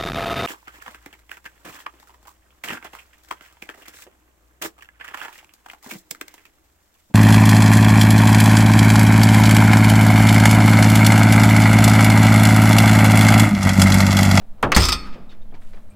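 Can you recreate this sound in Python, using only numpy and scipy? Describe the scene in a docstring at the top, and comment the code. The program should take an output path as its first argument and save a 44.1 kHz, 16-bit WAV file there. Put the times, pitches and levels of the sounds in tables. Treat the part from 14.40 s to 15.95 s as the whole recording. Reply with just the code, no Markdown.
"""Outdoors by a wood, close to a wooden trailer deck: a lever chain binder is forced shut with a bar.
Faint scuffs come first, then a tick and dull knock, a sharp clack and the heavy clank that booms the deck.
The taut chain rattles and rings; then loose links clink, and the bar and chain scuff and bump as they settle.
Blows are decaying noise bands, steel is decaying sines; trees and deck reflect the work to the microphone.
Throughout there is outdoor air, a faint far drone and hiss; light wind rocks the microphone."""
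import sys
import numpy as np
from scipy import signal
from scipy.io import wavfile

SR = 44100
rng = np.random.default_rng(int(sys.argv[2]) if len(sys.argv) > 2 else 0)


def transcribe(signal):
    """Save signal, clipped to [-1, 1], as a 16-bit WAV file at the path in sys.argv[1]."""
    frames = np.atleast_2d(signal).T
    limited = np.clip(frames, -1, 1)
    pcm = np.round(limited * 32767).astype(np.int16)
    wavfile.write(sys.argv[1], SR, pcm)


N = 68355
T = np.arange(N) / SR

# Binder blows. Each: start in seconds, level in dB.
KNOCK, CLACK, CLANK = (.2285, -12.5), (.3188, -12), (.3635, -8)
# Spectrum of each blow. Each row: frequency in Hz, relative level per Hz in dB.
KNOCK_COLOUR = [(40, 5), (180, 2.5), (350, -1.5), (600, 0.5), (950, 0.5), (1350, 6.5), (2000, -7.5),
                (3000, -8.5), (4200, -24.5), (8000, -31.5), (15000, -42.5)]
CLACK_COLOUR = [(100, -18.5), (450, -6.5), (950, -11.5), (1330, 7.5), (1600, -6.5), (2100, 3), (2700, -4),
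                (3400, -12), (5000, -13), (9000, -23.5), (15000, -23)]
CLANK_COLOUR = [(30, 0), (50, 7), (90, 9.5), (200, 10.5), (450, -4), (900, 1), (1350, 1), (2100, 4.5),
                (3000, -13.5), (5500, -6), (8500, -9.5), (10500, -24.5), (13500, -10), (16000, -22)]
# Ringing time of each blow. Each row: frequency in Hz, time to fall 60 dB in seconds.
KNOCK_DECAY = [(100, 0.35), (400, 0.46), (1200, .13), (3000, 0.087), (12000, 0.086)]
CLACK_DECAY = [(300, 0.59), (1300, .1), (4000, .08), (12000, 0.027)]
CLANK_DECAY = [(60, 0.47), (220, 0.12), (450, .22), (1300, 0.091), (4000, 0.12), (12000, .06)]
BUILD_CYCLES = 0.4  # time constant of a blow's swell, in cycles, so the lows come later
# First touch of steel before the knock; its level is that of the noise before the high-pass.
TICK_S, TICK_DB, TICK_T60_S = .2272, -21.5, 0.0059

# Deck modes under the clank. Each row: frequency in Hz, level in dB, time to fall 60 dB in seconds.
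DECK_MODES = [(41.43, -15, 0.74), (66.1, -7, .52), (101.1, -12, 0.35), (190.1, -13, .22), (206.6, -1, .06),
              (237.5, -17.5, .14), (263.3, -30.5, 0.95), (352.9, -19.5, 0.34), (394.8, -21.5, 0.35),
              (461.5, -21, 0.19), (606, -26, .25)]
DECK_LAG_S = 0.0021  # after the clank

# Links slam together. Each row: start in seconds, level in dB, strongest pitch in Hz.
SLAMS = [(0.35, -20, 4400), (0.3659, -19.5, 8300), (.3685, -21.5, 6000), (.384, -26.5, 4800),
         (.405, -21, 5000), (0.421, -22.5, 5200), (.432, -22, 5300), (0.4397, -23, 4700),
         (0.4504, -21, 5000), (.4545, -20, 5500), (.469, -26.5, 5000), (.486, -20, 4600), (.490, -19, 5200),
         (0.5211, -18, 5200), (.526, -20, 5000)]
SLAM_PEAK_DB, SLAM_PEAK_OCTAVES = 7.5, 0.075  # boost around the strongest pitch, and its spread
# Spectrum of the links. Each row: frequency in Hz, relative mode level in dB.
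LINK_COLOUR = [(150, -5), (500, -5), (800, -4.5), (1200, 4), (1600, -8), (2100, -1.5), (2900, -2),
               (3500, 0), (4000, -2.5), (5100, 3.5), (6500, -10), (8500, -3.5), (11000, -18),
               (14000, -11.5), (16000, -25)]
# Ringing time of the links. Each row: frequency in Hz, typical time to fall 60 dB in seconds.
LINK_DECAY = [(300, 0.079), (1300, .16), (5000, 0.09), (12000, 0.062)]
LINK_DECAY_SPREAD = 0.41  # standard deviation of the log of the ringing time
CRACK_DB, CRACK_T60_S = -1.5, 0.035  # the first instant of a contact, relative to its ring
# Modes of chain and binder. Each row: frequency in Hz, level relative to the contacts in dB,
# time to fall 60 dB in seconds.
STEEL_MODES = [(1215, -20, .25), (1260, -18, .36), (1372, -17, .2), (2007, -19, .2), (2396, -24, .25),
               (2514, -25, .3), (3338, -14, .2), (3614, -11, .15), (4435, -21, .36), (4680, -15, .15),
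               (5087, -15, .17), (5170, -17, .27), (6119, -16, .13), (7370, -19, .11), (8380, -18, .09),
               (9850, -26, .12), (12660, -37, .22)]
STEEL_BEAT_HZ = 9  # offset of each mode's weaker twin
# The chain shivers after the clank: start, steady time, then fall of 60 dB; contact rate and mean level.
SHIVER_START_S, SHIVER_HOLD_S, SHIVER_T60_S, SHIVER_PER_S, SHIVER_DB = .372, 0.045, 0.1, 500, -32.5

# Single links ping. Each row: start in seconds, sine level in dB, pitch in Hz, time to fall 60 dB in seconds.
CLINKS = [(0.3476, -8.5, 4345, 0.028), (.5262, -13, 3640, 0.037), (0.644, -41.5, 1248, 0.35),
          (.894, -47.5, 3746, 0.067), (.913, -49.5, 3534, 0.086), (0.916, -54, 4450, 0.04),
          (.917, -63, 5100, 0.054), (1.018, -54, 3680, 0.056), (1.114, -58, 3220, 0.028),
          (1.142, -46, 2306, 0.048), (1.152, -47, 929, 0.14), (1.501, -55.5, 8440, 0.095),
          (1.51, -59, 2380, 0.14)]
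CLINK_RASP, CLINK_RASP_WIDTH = .8, 1.12  # rasp gain beside the sine; band edges as a ratio to the pitch

# Scuffs of bar and chain. Each row: start in seconds, level before softening in dB,
# time to fall 60 dB in seconds, centre in Hz.
SCUFFS = [(.01, -48, 0.13, 640), (0.178, -52, 0.08, 1000), (.645, -47, 0.18, 2500), (0.723, -41, .13, 2480),
          (.895, -45.5, .1, 2500), (.912, -43.5, 0.11, 1730), (1.14, -45.5, 0.11, 1800),
          (1.213, -48, 0.16, 1470), (1.262, -56, .3, 2500), (1.328, -44, 0.12, 1554),
          (1.352, -52, 0.27, 1082), (1.481, -58, 0.17, 1200)]
# Soft bumps on the planks. Each row: start in seconds, level before softening in dB,
# time to fall 60 dB in seconds, centre in Hz.
BUMPS = [(.19, -44.5, 0.16, 390), (.75, -36.5, 0.21, 396), (.752, -42.5, .35, 170), (.925, -49, 0.23, 192),
         (1.119, -34.5, 0.15, 150), (1.12, -45, .14, 593), (1.33, -45.5, 0.28, 452)]
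# Fine scraping as the bar is drawn back: start in seconds, level in dB, time to fall 60 dB in seconds.
SLIDE, SLIDE_HZ = (1.2, -64.5, 1.28), 7950
SCUFF_WIDTH, BUMP_WIDTH = 1.4, 1.45  # band edges as a ratio to the centre
SCUFF_RISE_S, SCUFF_ROUGH_DB = 0.0099, 3  # swell time constant; rms wobble of the grain

# Bright reflections from the machine and the deck.
NEAR_DB, NEAR_HZ, NEAR_T60_S = -23, 3500, 0.33
# Spectrum of the trees' echo. Each row: frequency in Hz, relative level per Hz in dB.
WOOD_COLOUR = [(60, -7), (220, 4), (500, -1), (1200, -1), (2600, 2), (5000, -7.5), (8000, -14),
               (15000, -27)]
# Length of the trees' echo. Each row: frequency in Hz, time to fall 60 dB in seconds.
WOOD_DECAY = [(100, 1.1), (250, 1.4), (500, 1.3), (1500, .95), (4000, .7), (12000, .5)]
WOOD_DB = -27.0206
ECHO_RISE_S = 0.025  # swell time constant, for the trees and the near reflections
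# Brief high-passed noise following the sounds, opposite in sign on the two sides.
SIDE_DB, SIDE_HZ, SIDE_T60_S = -33.5, 10000, .02

# Spectrum of the outdoor air. Each row: frequency in Hz, relative level per Hz in dB.
AIR_COLOUR = [(24, -51.5), (40, -19.5), (91, -2), (133, -26.5), (231, -7), (276, -34), (615, -18.5),
              (680, -26.5), (3140, -43.5), (3650, -27), (4130, -50.5), (16000, -49.5)]
AIR_DB = -51.5
HUM_HZ, HUM_WIDTH_HZ, HUM_DB = 209, 8.9, -57  # a faint far drone
WIND_DB, WIND_HZ, WIND_RISE_S = -28.5, 11, 0.084  # level before the fade in and out
HISS_DB = -75  # microphone hiss, different on each side
CUTOFF_HZ, CEILING = 15750, .98  # top of the recorded band; full-scale limit


def binder():
    """The bar seats with a tick and a knock, the lever clacks over centre and slams home."""
    tick = at(TICK_S, TICK_DB, noise(3000, "high") * dying(TICK_T60_S))
    knock = at(*KNOCK, burst(KNOCK_COLOUR, KNOCK_DECAY))
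    clack = at(*CLACK, burst(CLACK_COLOUR, CLACK_DECAY))
    clank = at(*CLANK, burst(CLANK_COLOUR, CLANK_DECAY))
    return tick + knock + clack + clank


def burst(colour, decay):
    """Crowded modes of a struck body: each band swells and dies; about rms 1 over the first 10 ms."""
    out = np.zeros(N)
    for hz, band in bands(colour):
        swell = 1 - np.exp(-T * hz / BUILD_CYCLES)
        out += band * swell * dying(at_hz(decay, hz))
    return out / np.std(out[:SR // 100])


def deck():
    """The clank pulls on the deck, which booms in its own decaying modes."""
    boom = sum(from_db(db) * mode(hz, t60) for hz, db, t60 in DECK_MODES)
    return -at(CLANK[0] + DECK_LAG_S, 0, boom)  # minus: a pull


def chain():
    """Slams and a dense shiver of small contacts set the links crashing and the steel ringing."""
    hz, rows = links()
    crash = sum(play(clicks([(s, db)]), contact(hz, rows, peak_hz)) for s, db, peak_hz in SLAMS)
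    tremor = shiver()
    pitches = np.geomspace(3400, 8400, 5)
    for k, peak_hz in enumerate(pitches):  # the contacts take turns among five pitches
        crash += play(clicks(tremor[k::len(pitches)]), contact(hz, rows, peak_hz))
    for mode_hz, level_db, t60 in STEEL_MODES:
        # each slam excites each mode by a different amount
        force = clicks((s, db + rng.normal(0, 4.7)) for s, db, _ in SLAMS) + clicks(tremor)
        ring = mode(mode_hz, t60) + .5 * mode(mode_hz + STEEL_BEAT_HZ, t60)
        crash += from_db(level_db) * play(force, ring)
    return crash


def shiver():
    """Small contacts of the shaken chain, steady and then weakening: rows of (s, dB)."""
    count = 200
    chance = rng.random((count, 2))
    age = (np.arange(count) + chance[:, 0]) / SHIVER_PER_S
    fall_db = 60 * np.maximum(age - SHIVER_HOLD_S, 0) / SHIVER_T60_S
    level_db = SHIVER_DB + 10 * (chance[:, 1] - .5) - fall_db
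    return np.column_stack([SHIVER_START_S + age, level_db])


def links():
    """Crowded modes of many links: (pitches, one ringing row per mode)."""
    count = 480
    hz = 150 + 15800 * (np.arange(count) + rng.random(count)) / count
    t60 = at_hz(LINK_DECAY, hz) * np.exp(LINK_DECAY_SPREAD * rng.standard_normal(count))
    t = T[:SR // 3].astype("f")  # a third of a second, single precision
    sines = np.sin(np.outer(2 * np.pi * hz.astype("f"), t))
    return hz, sines * np.exp(-np.outer((np.log(1000) / t60).astype("f"), t))


def contact(hz, rows, peak_hz):
    """One contact: a crack and a ring, with its own mix of modes, boosted near one pitch."""
    octaves = np.log2(hz / peak_hz)
    peak_db = SLAM_PEAK_DB * np.exp(-.5 * (octaves / SLAM_PEAK_OCTAVES) ** 2)
    mix = from_db(at_hz(LINK_COLOUR, hz) + peak_db) * rng.standard_normal(len(hz))
    ring = mix.astype("f") @ rows
    ring = ring * (1 + from_db(CRACK_DB) * dying(CRACK_T60_S)[:len(ring)])
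    return ring / np.std(ring[:SR // 100])


def clinks():
    """Single links ring briefly: a decaying sine with a rasp of narrow noise."""
    out = np.zeros(N)
    for s, db, hz, t60 in CLINKS:
        rasp = CLINK_RASP * rub(hz, CLINK_RASP_WIDTH, t60)
        out += at(s, db, mode(hz, t60) + rasp)
    return out


def scuffs():
    """Friction noise: rubs, soft bumps and a fine scrape as the bar and the chain settle."""
    rubs = sum(at(s, db, rub(hz, SCUFF_WIDTH, t60)) for s, db, t60, hz in SCUFFS)
    bumps = sum(at(s, db, rub(hz, BUMP_WIDTH, t60)) for s, db, t60, hz in BUMPS)
    s, db, t60 = SLIDE
    slide = at(s, db, rub(SLIDE_HZ, SCUFF_WIDTH, t60))
    return filtered(rubs, 5500, "low") + filtered(bumps, 1500, "low") + slide


def rub(hz, width, t60):
    """Grainy friction in a band around one pitch, swelling and dying."""
    grain = from_db(SCUFF_ROUGH_DB * rms_one(noise(240, "low")))
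    band = noise([hz / width, hz * width], "band", order=1)
    return rms_one(band * grain) * dying(t60) * (1 - np.exp(-T / SCUFF_RISE_S))


def nearby(x):
    """Steel and planks close by add a short, bright shimmer."""
    echo = noise(NEAR_HZ, "high", order=1) * dying(NEAR_T60_S) * (1 - np.exp(-T / ECHO_RISE_S))
    return from_db(NEAR_DB) * play(x, echo / np.linalg.norm(echo))


def side_treble(x):
    """Faint treble noise follows each sound, opposite on the two sides, widening the top a little."""
    burr = noise(SIDE_HZ, "high") * dying(SIDE_T60_S)
    side = from_db(SIDE_DB) * play(x, burr / np.linalg.norm(burr))
    return side * np.array([[1], [-1]])


def wood(x):
    """The trees scatter back a soft, dull tail."""
    tail = sum(band * dying(at_hz(WOOD_DECAY, hz)) for hz, band in bands(WOOD_COLOUR))
    tail = tail * (1 - np.exp(-T / ECHO_RISE_S))
    return from_db(WOOD_DB) * play(x, tail / np.linalg.norm(tail))


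def background():
    """Outdoor air, a far drone and the slow pressure of the wind, all filtered noise."""
    air = from_db(AIR_DB) * rms_one(sum(band for hz, band in bands(AIR_COLOUR)))
    drone_band = [HUM_HZ - HUM_WIDTH_HZ / 2, HUM_HZ + HUM_WIDTH_HZ / 2]
    drone = from_db(HUM_DB) * rms_one(noise(drone_band, "band", order=1))
    swell = 1 - np.exp(-T / WIND_RISE_S)
    wind = from_db(WIND_DB) * rms_one(noise(WIND_HZ, "low", order=3))
    return air + drone + wind * swell * swell[::-1]  # the wind fades in at the start and out at the end


def hiss():
    """White microphone noise, independent on each side."""
    return from_db(HISS_DB) * rng.standard_normal((2, N))


def from_db(db):
    """Decibels to gain."""
    return 10 ** (np.asarray(db) / 20)


def rms_one(x):
    """Scale to rms 1."""
    return x / np.sqrt(np.mean(x ** 2) + 1e-20)


def at_hz(points, hz):
    """Read a table on a log-frequency axis."""
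    table = np.array(points)
    return np.interp(np.log(hz), np.log(table[:, 0]), table[:, 1])


def filtered(x, hz, kind, order=2):
    """Butterworth filter."""
    return signal.sosfilt(signal.butter(order, hz, kind, fs=SR, output="sos"), x)


def noise(hz, kind, order=2):
    """Filtered white noise, already run in for half a second."""
    return filtered(rng.standard_normal(N + SR // 2), hz, kind, order=order)[-N:]


def dying(t60):
    """Exponential decay, 60 dB in t60 seconds."""
    return np.exp(-np.log(1000) * T / t60)


def bands(colour):
    """Third-octave noise bands with the given colour: (centre Hz, noise)."""
    edges = 22 * 2 ** (np.arange(30) / 3)
    for low, high in zip(edges, edges[1:]):
        hz = np.sqrt(low * high)
        yield hz, from_db(at_hz(colour, hz)) * noise([low, high], "band")


def mode(hz, t60):
    """One decaying sine."""
    return np.sin(2 * np.pi * hz * T) * dying(t60)


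def clicks(rows):
    """Impulses from rows of (s, dB)."""
    out = np.zeros(N)
    for s, db in rows:
        out[int(s * SR)] += from_db(db)
    return out


def play(force, response):
    """Drive a body with a force."""
    return signal.fftconvolve(force, response)[:N]


def at(s, db, sound):
    """Start a sound at a time and level."""
    return from_db(db) * np.concatenate([np.zeros(int(s * SR)), sound])[:N]


def scene():
    """The work is heard from straight ahead, with its reflections and the place around it."""
    work = binder() + deck() + chain() + clinks() + scuffs()
    reflections = nearby(work) + wood(work)
    return work + reflections + side_treble(work) + background() + hiss()


def record(dry):
    """The loudest peaks are rounded off and the top is cut."""
    rounded = CEILING * np.tanh(dry / CEILING)
    return signal.sosfilt(signal.ellip(10, .1, 80, CUTOFF_HZ, fs=SR, output="sos"), rounded)


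dry = scene()
out = record(dry)
transcribe(out)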